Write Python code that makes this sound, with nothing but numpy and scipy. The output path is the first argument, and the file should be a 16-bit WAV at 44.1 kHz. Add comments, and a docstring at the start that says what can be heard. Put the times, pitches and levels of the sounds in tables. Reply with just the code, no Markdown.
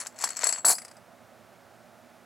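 """Large silver coins clink on a padded tray on a desk, heard from close by in a small room.
Fingers slide one coin over its neighbours: stick-slip friction scrapes, impacts excite the bending modes
of face and rim, and the damped tray answers with dull knocks. Let go, the coin rattles on the row, rings
and rocks to rest. A fan-like room noise goes on underneath."""
import sys
import numpy as np
from scipy import signal
from scipy.fft import rfft, irfft
from scipy.io import wavfile
from scipy.ndimage import uniform_filter1d

SR = 44100
rng = np.random.default_rng(int(sys.argv[2]) if len(sys.argv) > 2 else 0)


def output_pcm(signal):
    """Save a mono or channel-first signal as 16-bit PCM at the path in sys.argv[1].

    Samples are clipped to [-1, 1] before scaling.
    """
    pcm = np.clip(np.atleast_2d(signal).T, -1, 1) * 32767
    wavfile.write(sys.argv[1], SR, np.round(pcm).astype(np.int16))


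N = 99225


def undb(db):
    """Amplitude ratio of a level in decibels."""
    return 10 ** (np.asarray(db) / 20)


def curve(points):
    """Linear interpolation of (time [s], value) points at every sample."""
    return np.interp(np.arange(N) / SR, *np.array(points).T)


def spectrum(points, size=N):
    """Interpolation of (frequency [Hz], level [dB]) points on a logarithmic frequency axis."""
    hz, db = np.array(points).T
    return np.interp(np.log(np.fft.rfftfreq(size, 1 / SR) + 1), np.log(hz), db)


def colour(x, points, tilt=0, size=2048):
    """Minimum-phase filtering at unit power gain; tilt adds treble slope in dB per octave."""
    octaves = np.log2(np.fft.rfftfreq(size, 1 / SR) / 1000 + .5)
    cepstrum = irfft(np.log(undb(spectrum(points, size) + tilt * octaves)))
    cepstrum[1:size // 2] *= 2  # folding makes the filter causal
    cepstrum[size // 2 + 1:] = 0
    response = irfft(np.exp(rfft(cepstrum)))
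    return signal.fftconvolve(x, response / np.linalg.norm(response))[:len(x)]


def sides(db):
    """Amplitude panning: left and right gains, mean 1, for a level difference."""
    gains = undb(np.array([db, -db]) / 2)
    return gains / gains.mean(axis=0)


def add(out, at_s, x):
    """Superposition of a sound from a given time on."""
    start = max(int(at_s * SR), 0)
    out[start:start + len(x)] += x[:N - start]


def contact(points, tilt, rise_s, fall_s, size=4096):
    """Impact noise: a cluster of tiny collisions swells and dies away."""
    t = np.arange(size) / SR
    envelope = (1 - np.exp(-t / rise_s)) * np.exp(-t / fall_s)
    envelope /= envelope.max()
    burst = colour(rng.standard_normal(size) * envelope, points, tilt)
    return burst * np.linalg.norm(envelope) / np.linalg.norm(burst)


def ring(modes, t60_scale=1, detune=0.0014, rise_s=0.00075, size=22050):
    """Free vibration: a sum of damped modes, a little detuned by each contact."""
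    t = np.arange(size) / SR
    hz, db, t60 = np.array(modes).T[:, :, None]
    hz = hz * (1 + detune * rng.standard_normal(hz.shape))
    waves = np.sin(2 * np.pi * (hz * t + rng.random(hz.shape)))
    decay = np.exp(-np.log(1000) * t / (t60 * t60_scale))
    gains = undb(db) * np.sqrt(2 / np.sum(undb(db) ** 2))
    return (gains * waves * decay).sum(axis=0) * (1 - np.exp(-t / rise_s))


# Spectra of the room's hum and hiss (frequency [Hz], relative level [dB])
HUM_SPECTRUM = [(25, -42), (120, -4), (146, -16.5), (172, -5), (201, -9), (245, -0.5), (281, -16.5),
                (328, -7.5), (459, -12.5), (625, -0.5), (850, -9), (1200, -47.5)]
HISS_SPECTRUM = [(500, -31.5), (850, -4), (1400, -3), (3070, -15), (11200, -22.5), (15800, -25.5)]
# Balance of the noise (frequency [Hz], left minus right [dB])
NOISE_BALANCE = [(30, -11), (110, -16.5), (700, -5), (4400, 0)]
# Its antiphase part (frequency [Hz], side minus mid [dB])
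NOISE_SIDE = [(35, 10.5), (140, -25.5), (8000, -14)]
def room_noise(hum_db=-56.5, hiss_db=-59.5):
    """Incoherent addition: steady fan-like hum and hiss sum in power; the bass lies to the right."""
    hum, hiss = undb(spectrum(HUM_SPECTRUM)), undb(spectrum(HISS_SPECTRUM))
    hum *= undb(hum_db) / np.sqrt(np.mean(hum ** 2))
    hiss *= undb(hiss_db) / np.sqrt(np.mean(hiss ** 2))
    mid, side = rfft(rng.standard_normal((2, N))) * np.hypot(hum, hiss)
    antiphase = side * undb(spectrum(NOISE_SIDE)) * np.array([[1], [-1]])
    return irfft(mid * sides(spectrum(NOISE_BALANCE)) + antiphase, N)


def reflections(x, t60_s, delay_s, size=22050):
    """Reverberation: dense echoes decay exponentially, at unit power gain."""
    t = np.arange(size) / SR
    response = rng.standard_normal(size) * np.exp(-np.log(1000) * t / t60_s) * (t > delay_s)
    return signal.fftconvolve(x, response / np.linalg.norm(response))[:N]


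# Spectrum of the padded tray (frequency [Hz], relative level [dB])
TRAY_SPECTRUM = [(40, -42.5), (350, -20), (700, 1.5), (1050, 1), (2000, -8.5), (3000, -20), (4300, -14.5),
                 (15000, -48.5)]
# A coin bumps the tray (time [s], level [dB], tilt [dB/octave], thud frequency [Hz])
TRAY_KNOCKS = [(0.018, -39, 10.5, 1740), (.061, -33.5, 7.5, 1570), (0.2391, -20.5, 8, 1020),
               (.2738, -32, 6, 1800), (0.4347, -20.5, 2, 620), (.468, -26, -6.5, 1170),
               (0.4969, -31, -0.5, 920), (0.6465, -14.5, -2, 1000), (.7003, -24.5, 0.5, 680)]
def tray_knocks(thud_db=2, thud_t60_s=0.0126, cutoff_hz=267):
    """Heavy damping: the tray gives a dead knock and a thud whose pitch depends on where the coin lands."""
    out = np.zeros(N)
    for at, db, tilt, hz in TRAY_KNOCKS:
        add(out, at, undb(db) * contact(TRAY_SPECTRUM, tilt, rise_s=0.00017, fall_s=0.0015))
        add(out, at, undb(db + thud_db) * ring([(hz, 0, thud_t60_s)]))
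    # the knocks carry little bass
    return signal.sosfilt(signal.butter(2, cutoff_hz, "high", fs=SR, output="sos"), out)


# Modes of a coin lying in the row (frequency [Hz], relative level [dB], unscaled T60 [s])
NEIGHBOUR_MODES = [(4800, 0.5, 0.08), (5000, -5, 0.09), (5170, -5.5, 0.063)]
# Light pushes on that coin (time [s], level [dB])
NUDGES = [(.533, -31), (.751, -34.5), (.881, -47.5)]
def nudges():
    """Impulse excitation: a nudged neighbour answers with a short, lower chime."""
    out = np.zeros(N)
    for at, db in NUDGES:
        add(out, at, undb(db) * ring(NEIGHBOUR_MODES, t60_scale=0.75))
    return out


# Modes of a coin: the face's dome modes together with two low rim modes that sound along with them, then the
# high rim modes (frequency [Hz], relative level [dB], unscaled T60 [s])
MAIN_MODES = [(4360, -13.5, 0.12), (4460, -12, 0.058), (7704, -1, 0.24), (7780, 0, 0.11), (7560, -4, 0.025),
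              (7820, -0.5, 0.048), (8200, -6, 0.05)]
RIM_MODES = [(9970, 6, 0.3), (10050, -1, .2), (10260, -0.5, 0.07)]
def coin_ring(face_db, rim_db, t60_scale=1):
    """Plate vibration: the face flexes like a dome and waves run round the rim; the two low rim modes sound
    along with the dome."""
    return undb(face_db) * ring(MAIN_MODES, t60_scale) + undb(rim_db) * ring(RIM_MODES, t60_scale)


def slips(per_s, fall_s=0.0028, scatter_db=3, size=1024):
    """Stick-slip friction: relief catches on relief, and each uneven slip is a noise burst; rms 1."""
    count = N // 20
    onsets = np.cumsum(rng.gamma(4, 1 / 4, count)) * SR / per_s
    strength = undb(scatter_db * np.clip(rng.standard_normal(count), -2, 2))
    impulses = np.bincount(onsets[onsets < N].astype(int), strength[onsets < N], N)
    envelope = signal.fftconvolve(impulses, np.exp(-np.arange(size) / SR / fall_s))[:N]
    force = envelope * rng.standard_normal(N)
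    return force / force.std()


def rubbing(levels, points, slips_per_s, ring_db):
    """Forced vibration: while the coin moves, slips make noise and drive the two lowest rim modes."""
    t = np.arange(N) / SR
    moving = (t >= levels[0][0]) & (t <= levels[-1][0])
    force = slips(slips_per_s) * undb(curve(levels)) * moving
    face = ring(MAIN_MODES[:2], t60_scale=0.26)
    ringing = signal.fftconvolve(force, face / np.linalg.norm(face))[:N]
    return colour(force, points) + undb(ring_db) * ringing


# Envelope of the slide (time [s], level [dB])
SLIDE_LEVELS = [(0, -40), (.045, -49), (.09, -76), (.145, -62.5), (.2, -46.5), (.225, -38.5), (.32, -41),
                (.332, -48.5), (.39, -42.5), (.42, -32), (.5, -37), (.545, -40), (.595, -49), (.615, -72)]
# Spectrum of the scrape (frequency [Hz], relative level [dB])
SCRAPE_SPECTRUM = [(40, -42), (440, -5), (700, 3.5), (1900, 4.5), (3400, -5.5), (4450, -5.5), (6400, 2),
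                   (7900, 7), (8900, -15), (10300, -5.5), (15500, -29.5)]
def sliding():
    """Sliding friction: the coin scrapes over its neighbours under the fingers."""
    return rubbing(SLIDE_LEVELS, SCRAPE_SPECTRUM, slips_per_s=170, ring_db=-10)


# Envelope of the rattle (time [s], level [dB])
RATTLE_LEVELS = [(.652, -25.5), (.69, -23), (.724, -28.5), (.733, -32.5), (.775, -58)]
# Spectrum of the chatter (frequency [Hz], relative level [dB])
CHATTER_SPECTRUM = [(40, -49.5), (230, -2), (470, -4), (680, 8), (1900, -5), (3600, -16), (4400, 3),
                    (5600, -4.5), (8200, 6.5), (9200, 2.5), (13000, 0), (15500, -13.5)]
def rattling():
    """Intermittent contact: the freed coin chatters on the row."""
    return rubbing(RATTLE_LEVELS, CHATTER_SPECTRUM, slips_per_s=300, ring_db=-13)


# Taps of the settling rim (time [s], level [dB])
RIM_TAPS = [(0.7825, -33.5), (0.818, -41), (.848, -39), (0.88, -46), (0.912, -46.5), (0.967, -51)]
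# Spectrum of a tap (frequency [Hz], relative level [dB])
TAP_SPECTRUM = [(80, -37), (700, -2), (2100, -3.5), (3700, -17.5), (4950, 3), (5600, -4.5), (7300, -6.5),
                (8500, 4.5), (9000, -17), (10800, -4), (15500, -31)]
def rocking(face_db=-15.5, rim_db=-18.5):
    """Damped rocking: fading rim taps keep the coin ringing as it settles."""
    out = np.zeros(N)
    for at, db in RIM_TAPS:
        tilt = 0.14 * (db - RIM_TAPS[0][1])  # softer taps are duller
        add(out, at, undb(db) * contact(TAP_SPECTRUM, tilt, rise_s=0.00072, fall_s=0.0054))
        add(out, at, coin_ring(db + face_db, db + rim_db))
    return out


# Coin strikes coin (time [s], click level [dB], face level [dB], rim level [dB], T60 scale [ratio])
COIN_STRIKES = [(.001, -33, -52, -32, 0.35), (0.067, -31, -55, -54, 0.21), (0.187, -37.5, -48, -61, .2),
                (0.211, -36, -29, -62, 0.25), (0.2204, -32, -30, -58, 0.4),
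                (0.2399, -21.5, -18, -33.5, 0.33), (0.274, -38, -38, -48, 0.14),
                (0.288, -32, -40, -54, 0.34), (.305, -54, -23, -55, .13), (0.3676, -30, -25, -58, 0.2),
                (0.3913, -40, -25, -52, 0.14), (0.4399, -23.5, -14.5, -33, 0.454),
                (0.468, -22, -19.5, -34.5, 0.63), (0.49, -25.5, -15.5, -35, 0.3),
                (.524, -27, -23.5, -40.5, 0.8), (.584, -54, -34.5, -61.5, 1.0),
                (0.649, -24, -13.5, -26.5, 0.93), (.666, -28.5, -27, -18.5, 0.38),
                (0.682, -23.5, -12.5, -26.5, 0.4), (.691, -34.5, -27.5, -19, 0.67),
                (0.707, -21, -29.5, -36.5, 0.47), (0.721, -25, -29.5, -36.5, 0.9)]
# Spectrum of the click (frequency [Hz], relative level [dB])
CLICK_SPECTRUM = [(100, -32.5), (900, -7.5), (2000, -3.5), (3400, -17), (4400, -4), (8100, 5), (9000, -14),
                  (10300, -1), (15500, -28)]
def clinks():
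    """Impact excitation: each strike clicks and sets face and rim ringing; fingers damp the modes."""
    out = np.zeros(N)
    for at, click_db, face_db, rim_db, t60_scale in COIN_STRIKES:
        add(out, at, undb(click_db) * contact(CLICK_SPECTRUM, 0, rise_s=0.0015, fall_s=0.0043))
        add(out, at, coin_ring(face_db, rim_db, t60_scale))
    return out


# Direction along the coin's path (time [s], left minus right [dB])
PATH_BALANCE = [(.21, 5), (.49, 7.5), (.64, 3.5)]
# Further balance of coins and echoes (frequency [Hz], left minus right [dB])
BODY_BALANCE = [(50, -4), (180, -22), (800, -3), (2400, -1), (8000, 0.5), (10500, -2.5)]
def scene():
    """Superposition: coins left of centre with their bass to the right, echoes and room noise."""
    coins = clinks() + nudges() + rocking() + tray_knocks() + sliding() + rattling()
    desk = undb(-21.5) * reflections(coins, t60_s=0.07, delay_s=0.00013)
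    walls = undb(-12.5) * reflections(coins, t60_s=0.13, delay_s=0.0026)
    stereo = coins * sides(curve(PATH_BALANCE)) + np.array([desk, -desk]) + walls
    balanced = irfft(rfft(stereo, 2 * N) * sides(spectrum(BODY_BALANCE, 2 * N)))[:, :N]
    return balanced + room_noise()


def record(dry):
    """Limiting and band limiting: the loudest rings are held down and a steep low-pass cuts the top."""
    limit_db, window_s, cutoff_hz = -14, 0.003, 15900
    power = uniform_filter1d(np.mean(dry ** 2, axis=0), int(window_s * SR))
    held = dry / (1 + (power / undb(limit_db) ** 2) ** 2) ** (1 / 4)
    return signal.sosfilt(signal.ellip(10, .2, 80, cutoff_hz, fs=SR, output="sos"), held)


dry = scene()
out = record(dry)
output_pcm(out)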